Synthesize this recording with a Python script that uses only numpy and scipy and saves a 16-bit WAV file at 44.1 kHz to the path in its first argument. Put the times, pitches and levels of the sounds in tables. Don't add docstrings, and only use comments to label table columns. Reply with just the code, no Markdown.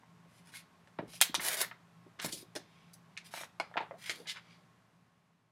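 import sys
import numpy as np
from scipy import signal
from scipy.fft import rfft, irfft
from scipy.io import wavfile

SR = 44100
rng = np.random.default_rng(int(sys.argv[2]) if len(sys.argv) > 2 else 0)


def digitize_waveform(pressure):
    field = np.atleast_2d(pressure).T
    bounded = np.clip(field, -1, 1)
    quanta = np.round(bounded * 32767).astype(np.int16)
    wavfile.write(sys.argv[1], SR, quanta)


N = 243146
TIME = np.arange(N) / SR
FREQS = np.fft.rfftfreq(4096, 1 / SR) + 1


def amp(db):
    return 10 ** (np.asarray(db) / 20)


def unit(x):
    return x / np.sqrt(np.mean(abs(x) ** 2) + 1e-30)


def curve_at(points, hz):
    point_hz, value = np.transpose(points)
    return np.interp(np.log(hz + 1), np.log(point_hz), value)


def add(mix, start_s, sound):
    part = mix[max(round(start_s * SR), 0):][:len(sound)]
    part += sound[:len(part)]


def colour(x, gain):
    log_gain = np.log(np.maximum(gain / gain.max(), 1e-5))
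    mirrored = np.concatenate([log_gain, log_gain[-2:0:-1]])
    impulse_response = np.fft.ifft(np.exp(signal.hilbert(mirrored).conj())).real
    return signal.fftconvolve(x, impulse_response)


def drift(rate_hz):
    noise = rng.standard_normal(N) + 1j * rng.standard_normal(N)
    return unit(np.fft.ifft(noise * np.exp(-(np.fft.fftfreq(N, 1 / SR) / rate_hz) ** 2)))


def hit_at_level(sound, db):
    return amp(db) * sound * np.sqrt(SR / 100 / np.sum(sound ** 2))


# (frequency [Hz], relative level [dB])
ROOM_TONE_EQ = [(15, -71.5), (25, -41), (108, -10), (137, -10), (166, -1.5), (200, -9.5), (344, -19.5),
                (427, -17), (503, -23.5), (591, -18.5), (1100, -19), (1290, -20.5), (4610, -34.5),
                (12500, -44), (16000, -63.5)]


def room_tone(shelf_db=1.5, shelf_hz=1500):
    hz = np.fft.rfftfreq(N, 1 / SR)
    air = unit(irfft(rfft(rng.standard_normal(N)) * amp(curve_at(ROOM_TONE_EQ, hz)), N))
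    treble = irfft(rfft(air) * hz ** 2 / (hz ** 2 + shelf_hz ** 2), N)
    return air + (amp(shelf_db) - 1) * treble


# (pitch [Hz], level within the background [dB], waver rate [Hz])
HUM_TONES = [(117, -8.5, 11), (170.9, -4.5, 8), (1084, -13.5, 24)]


def appliance_hum():
    return sum(amp(db) * unit(((1 + drift(waver_hz)) * np.exp(2j * np.pi * hz * TIME)).real)
               for hz, db, waver_hz in HUM_TONES)


def background(level_db=-64, fade_from_s=4.57, fade_db_per_s=10.5):
    db = level_db - fade_db_per_s * np.maximum(TIME - fade_from_s, 0)
    return amp(db) * (amp(-1) * room_tone() + appliance_hum())


def near_echoes(x, level_db=-5, first_s=.002, spread_s=.012, patterns=4, changes_per_s=8):
    position, out = TIME * changes_per_s, np.zeros(N)
    for k in range(patterns):
        distance = abs((position - k + patterns / 2) % patterns - patterns / 2)
        send = x * np.cos(np.pi / 2 * np.minimum(distance, 1))
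        delays = first_s + spread_s * (np.arange(10) + rng.random(10)) / 10
        gains = rng.choice([-1, 1], 10) * np.exp(-delays / spread_s)
        for delay, gain in zip(delays, gains / np.linalg.norm(gains)):
            add(out, delay, amp(level_db) * gain * send)
    return out


# (frequency [Hz], time to fall 60 dB [s])
REVERB_TIMES = [(200, 0.43), (530, 0.21), (1400, 0.29), (2800, 0.21), (3300, 0.29), (3900, 0.26),
                (9700, 0.13), (16000, 0.18)]


def room_tail(x, level_db=-9, predelay_s=0.0076, frame=256):
    hop = frame // 4
    framing = dict(fs=SR, nperseg=frame, noverlap=frame - hop)
    hz, _, bands = signal.stft(x, **framing)
    retained = amp(-120 * hop / SR / curve_at(REVERB_TIMES, hz))
    stored = np.array([signal.lfilter([1 - r], [1, -r], abs(band) ** 2)
                       for r, band in zip(retained, bands)])
    noise = unit(signal.stft(rng.standard_normal(N), **framing)[2])
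    out = np.zeros(N)
    add(out, predelay_s, signal.istft(noise * np.sqrt(stored), **framing)[1])
    return amp(level_db) * out


def panel(hz, q):
    ratio = FREQS / hz
    return ratio ** 2 / abs(1 - ratio ** 2 + 1j * ratio / q)


# (frequency [Hz], gain [dB])
CLOSE_MIC_EQ = [(400, 1.5), (800, 0.5), (1150, -4.5), (2200, 2), (2800, -1.5), (3400, 1), (4500, 0),
                (5200, -1), (6600, -2.5), (8200, -3), (10200, 1), (12500, -2), (15500, -7.5)]


def sheet_response(hz, q, slope_db, edge_hz, modes_db=3.0, spacing_hz=170):
    rolloff = 1 / np.hypot(1, (FREQS / edge_hz) ** 4)
    modes = np.interp(FREQS / spacing_hz, np.arange(len(FREQS)), rng.standard_normal(len(FREQS)))
    ripple_db = modes_db * modes * np.minimum(FREQS / 2000, 1)
    tilt_db = slope_db * np.log2(np.hypot(1, FREQS / hz))
    return panel(hz, q) * rolloff * amp(tilt_db + curve_at(CLOSE_MIC_EQ, FREQS) + ripple_db)


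# (time [s], level [dB], pitch [Hz], decay time [s])
BUMP_CUES = [(0.257, -66, 340, 0.0084), (0.9938, -36.5, 229, 0.0026), (1.026, -43.5, 319, .012),
             (1.295, -46.5, 242, 0.0027), (1.344, -53, 327, 0.015), (1.379, -44.5, 173, .008),
             (2.064, -56, 330, .01), (2.194, -57, 396, 0.024), (2.245, -38.5, 217, 0.023),
             (2.331, -47.5, 320, .04), (2.428, -55.5, 334, 0.013), (2.559, -44, 356, 0.018),
             (3.77, -51, 218, 0.006), (4.095, -51, 427, 0.033)]


def book_bumps(q=1.2, rolloff_order=3.5, low_cut_hz=110):
    out, t = np.zeros(N), np.arange(4096) / SR
    push = unit(1. * (t == 0))
    low_cut = FREQS ** 2 / (FREQS ** 2 + low_cut_hz ** 2)
    for start, db, hz, decay_s in BUMP_CUES:
        flutter = unit(rng.standard_normal(len(t)) * np.exp(-t / decay_s))
        body = panel(hz, q) / (1 + (FREQS / hz) ** rolloff_order) * low_cut
        add(out, start, hit_at_level(colour(push + flutter, body), db))
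    return out


# (centre [Hz], half width [Hz], full boost [dB])
SQUEAK_BANDS = [(5000, 230, 5), (9500, 790, 3.5)]
SLIDE_MOTIONS = {"sweep": (0.55, 14006, 0.83, -11), "brush": (-3, 13000, 0.73, -16),
                 "drag": (-2.5, 12800, 0.41, -11), "swish": (-15, 11000, 0.58, -10)}
# (time [s], length [s], level [dB], panel pitch [Hz], motion)
SLIDE_CUES = [(0.275, .15, -66.5, 2280, "brush"), (0.433, .085, -60.5, 1290, "brush"),
              (.517, .095, -50.8, 1600, "drag"), (1.072, 0.12, -51, 2940, "brush"),
              (1.4, 0.093, -34.5, 510, "sweep"), (1.404, 0.2, -46, 1850, "swish"),
              (1.473, 0.086, -36.5, 550, "sweep"), (1.562, 0.064, -33, 550, "sweep"),
              (1.614, .036, -39, 1600, "swish"), (2.189, 0.017, -40.5, 1750, "swish"),
              (2.215, 0.023, -41, 1400, "drag"), (2.225, .045, -40, 600, "sweep"),
              (2.272, .04, -49, 1080, "drag"), (2.311, .048, -43.5, 3800, "drag"),
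              (2.343, 0.086, -51.5, 3850, "drag"), (2.582, 0.35, -69.5, 2614, "swish"),
              (2.932, 0.011, -51, 4400, "sweep"), (3.242, 0.052, -55.5, 2030, "drag"),
              (3.305, .08, -45.5, 1400, "brush"), (3.372, .078, -46, 1300, "drag"),
              (3.789, 0.044, -39, 854, "swish"), (3.969, .19, -48, 1700, "brush"),
              (4.034, 0.088, -49.5, 2650, "swish"), (4.128, 0.12, -58, 794, "drag"),
              (4.15, .09, -55, 500, "swish"), (4.255, .018, -50.5, 1244, "swish"),
              (4.268, 0.054, -38, 3620, "swish"), (4.27, 0.061, -51, 4000, "drag"),
              (4.339, 0.057, -50, 1760, "swish"), (4.396, 0.21, -66, 2760, "swish")]


def page_slides(slips_per_s=650, slip_spread_db=2.6, judder_db=1.8, judder_hz=110,
                q=1.1, release_s=0.0082, firm_db=-46):
    slips = (rng.random(N) < slips_per_s / SR) * rng.choice([-1, 1], N)
    slip_sizes = amp(slip_spread_db * np.minimum(rng.exponential(1, N), 4))
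    fibres = rng.standard_normal(N) + .85 * unit(slips * slip_sizes)
    friction = fibres * amp(judder_db * unit(drift(judder_hz).real))
    squeak_db = sum(db * np.exp(-((FREQS - hz) / width) ** 2) for hz, width, db in SQUEAK_BANDS)
    out = np.zeros(N)
    for start, length, db, hz, motion in SLIDE_CUES:
        slope_db, edge_hz, peak_share, ends_db = SLIDE_MOTIONS[motion]
        touching = (TIME >= start) & (TIME < start + length + release_s)
        t, peak_s = TIME[touching] - start, length * peak_share
        lightness = np.clip((firm_db - db) / 10, 0, 1)
        tone = sheet_response(hz, q, slope_db, edge_hz) * amp(lightness * squeak_db)
        rub = unit(colour(friction[touching], tone)[:len(t)])
        pressure = amp(np.interp(t, [0, peak_s, length], [ends_db, 0, ends_db]))
        attack = t / (1 / SR + .13 * peak_s)
        release = (length - t) / release_s + 1
        contact = np.clip(np.minimum(attack, release), 0, 1)
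        add(out, start, amp(db) * rub * pressure * contact)
    return out


SNAP_CONTACTS = {"crack": (2.5, 13300, .0013, 1.7), "crinkle": (-1.5, 9200, .0065, 1.7),
                 "tick": (-7.5, 8200, .0012, 1.8), "flap": (-3, 2900, .006, 1.7),
                 "pat": (-16, 4000, .001, 3)}
# (time [s], level [dB], panel pitch [Hz], contact)
SNAP_CUES = [(.034, -62, 920, "pat"), (.539, -52.5, 1410, "tick"), (.874, -62.5, 765, "tick"),
             (0.9872, -46.5, 1500, "flap"), (0.9889, -36.5, 630, "pat"), (1.135, -53, 680, "crinkle"),
             (1.206, -43, 2700, "tick"), (1.2138, -19.5, 880, "crack"), (1.2191, -25, 2800, "crinkle"),
             (1.3436, -33.5, 970, "tick"), (1.344, -40.5, 706, "crack"), (1.350, -29.5, 3900, "tick"),
             (1.3961, -38, 1360, "flap"), (1.4845, -32, 800, "crack"), (1.6151, -30, 526, "crack"),
             (1.713, -46.5, 1300, "pat"), (2.1992, -45, 3270, "tick"), (2.245, -37.5, 600, "crinkle"),
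             (2.326, -41, 5200, "crinkle"), (2.553, -45.5, 390, "crinkle"), (2.561, -39.5, 420, "crinkle"),
             (3.168, -50.5, 2400, "pat"), (3.175, -42.5, 2220, "tick"), (3.339, -42, 850, "tick"),
             (3.375, -47, 800, "tick"), (3.4098, -48.5, 750, "tick"), (3.435, -46, 945, "tick"),
             (3.5998, -32, 797, "tick"), (3.714, -55.5, 806, "pat"), (3.7405, -49.5, 1400, "pat"),
             (3.758, -41, 740, "pat"), (3.769, -33, 720, "flap"), (3.775, -31.5, 900, "flap"),
             (3.91, -43, 692, "pat"), (3.9405, -51, 690, "pat"), (4.096, -34, 2450, "tick"),
             (4.103, -41.5, 1090, "crinkle")]


def page_snaps(burst_gain=0.93, spikiness=1.6, shiver_db=-3, shiver_s=0.0062):
    out, t = np.zeros(N), np.arange(4096) / SR
    for start, db, hz, contact in SNAP_CUES:
        slope_db, edge_hz, crumple_s, q = SNAP_CONTACTS[contact]
        burst_noise, shiver_noise = rng.standard_normal((2, len(t)))
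        crack = unit(1. * (t == 0)) / (1 + crumple_s / .0015)
        spikes = np.sign(burst_noise) * abs(burst_noise) ** spikiness
        burst = unit(spikes * np.exp(-t / crumple_s))
        shiver = unit(shiver_noise * np.exp(-t / shiver_s))
        force = crack + burst_gain * burst + amp(shiver_db) * shiver
        snap = colour(force, sheet_response(hz, q, slope_db, edge_hz))
        add(out, start, hit_at_level(snap, db))
    return out


def scene():
    book = page_snaps() + book_bumps() + page_slides()
    return (book + near_echoes(book) + room_tail(book) + background())[None]


def record(dry, low_cut_hz=60.3, high_cut_hz=15900):
    thin = signal.sosfilt(signal.butter(1, low_cut_hz, "high", fs=SR, output="sos"), dry)
    high_cut = signal.firwin(401, high_cut_hz, window=("kaiser", 8), fs=SR)
    return signal.oaconvolve(thin, high_cut[None], "same")


dry = scene()
out = record(dry)
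digitize_waveform(out)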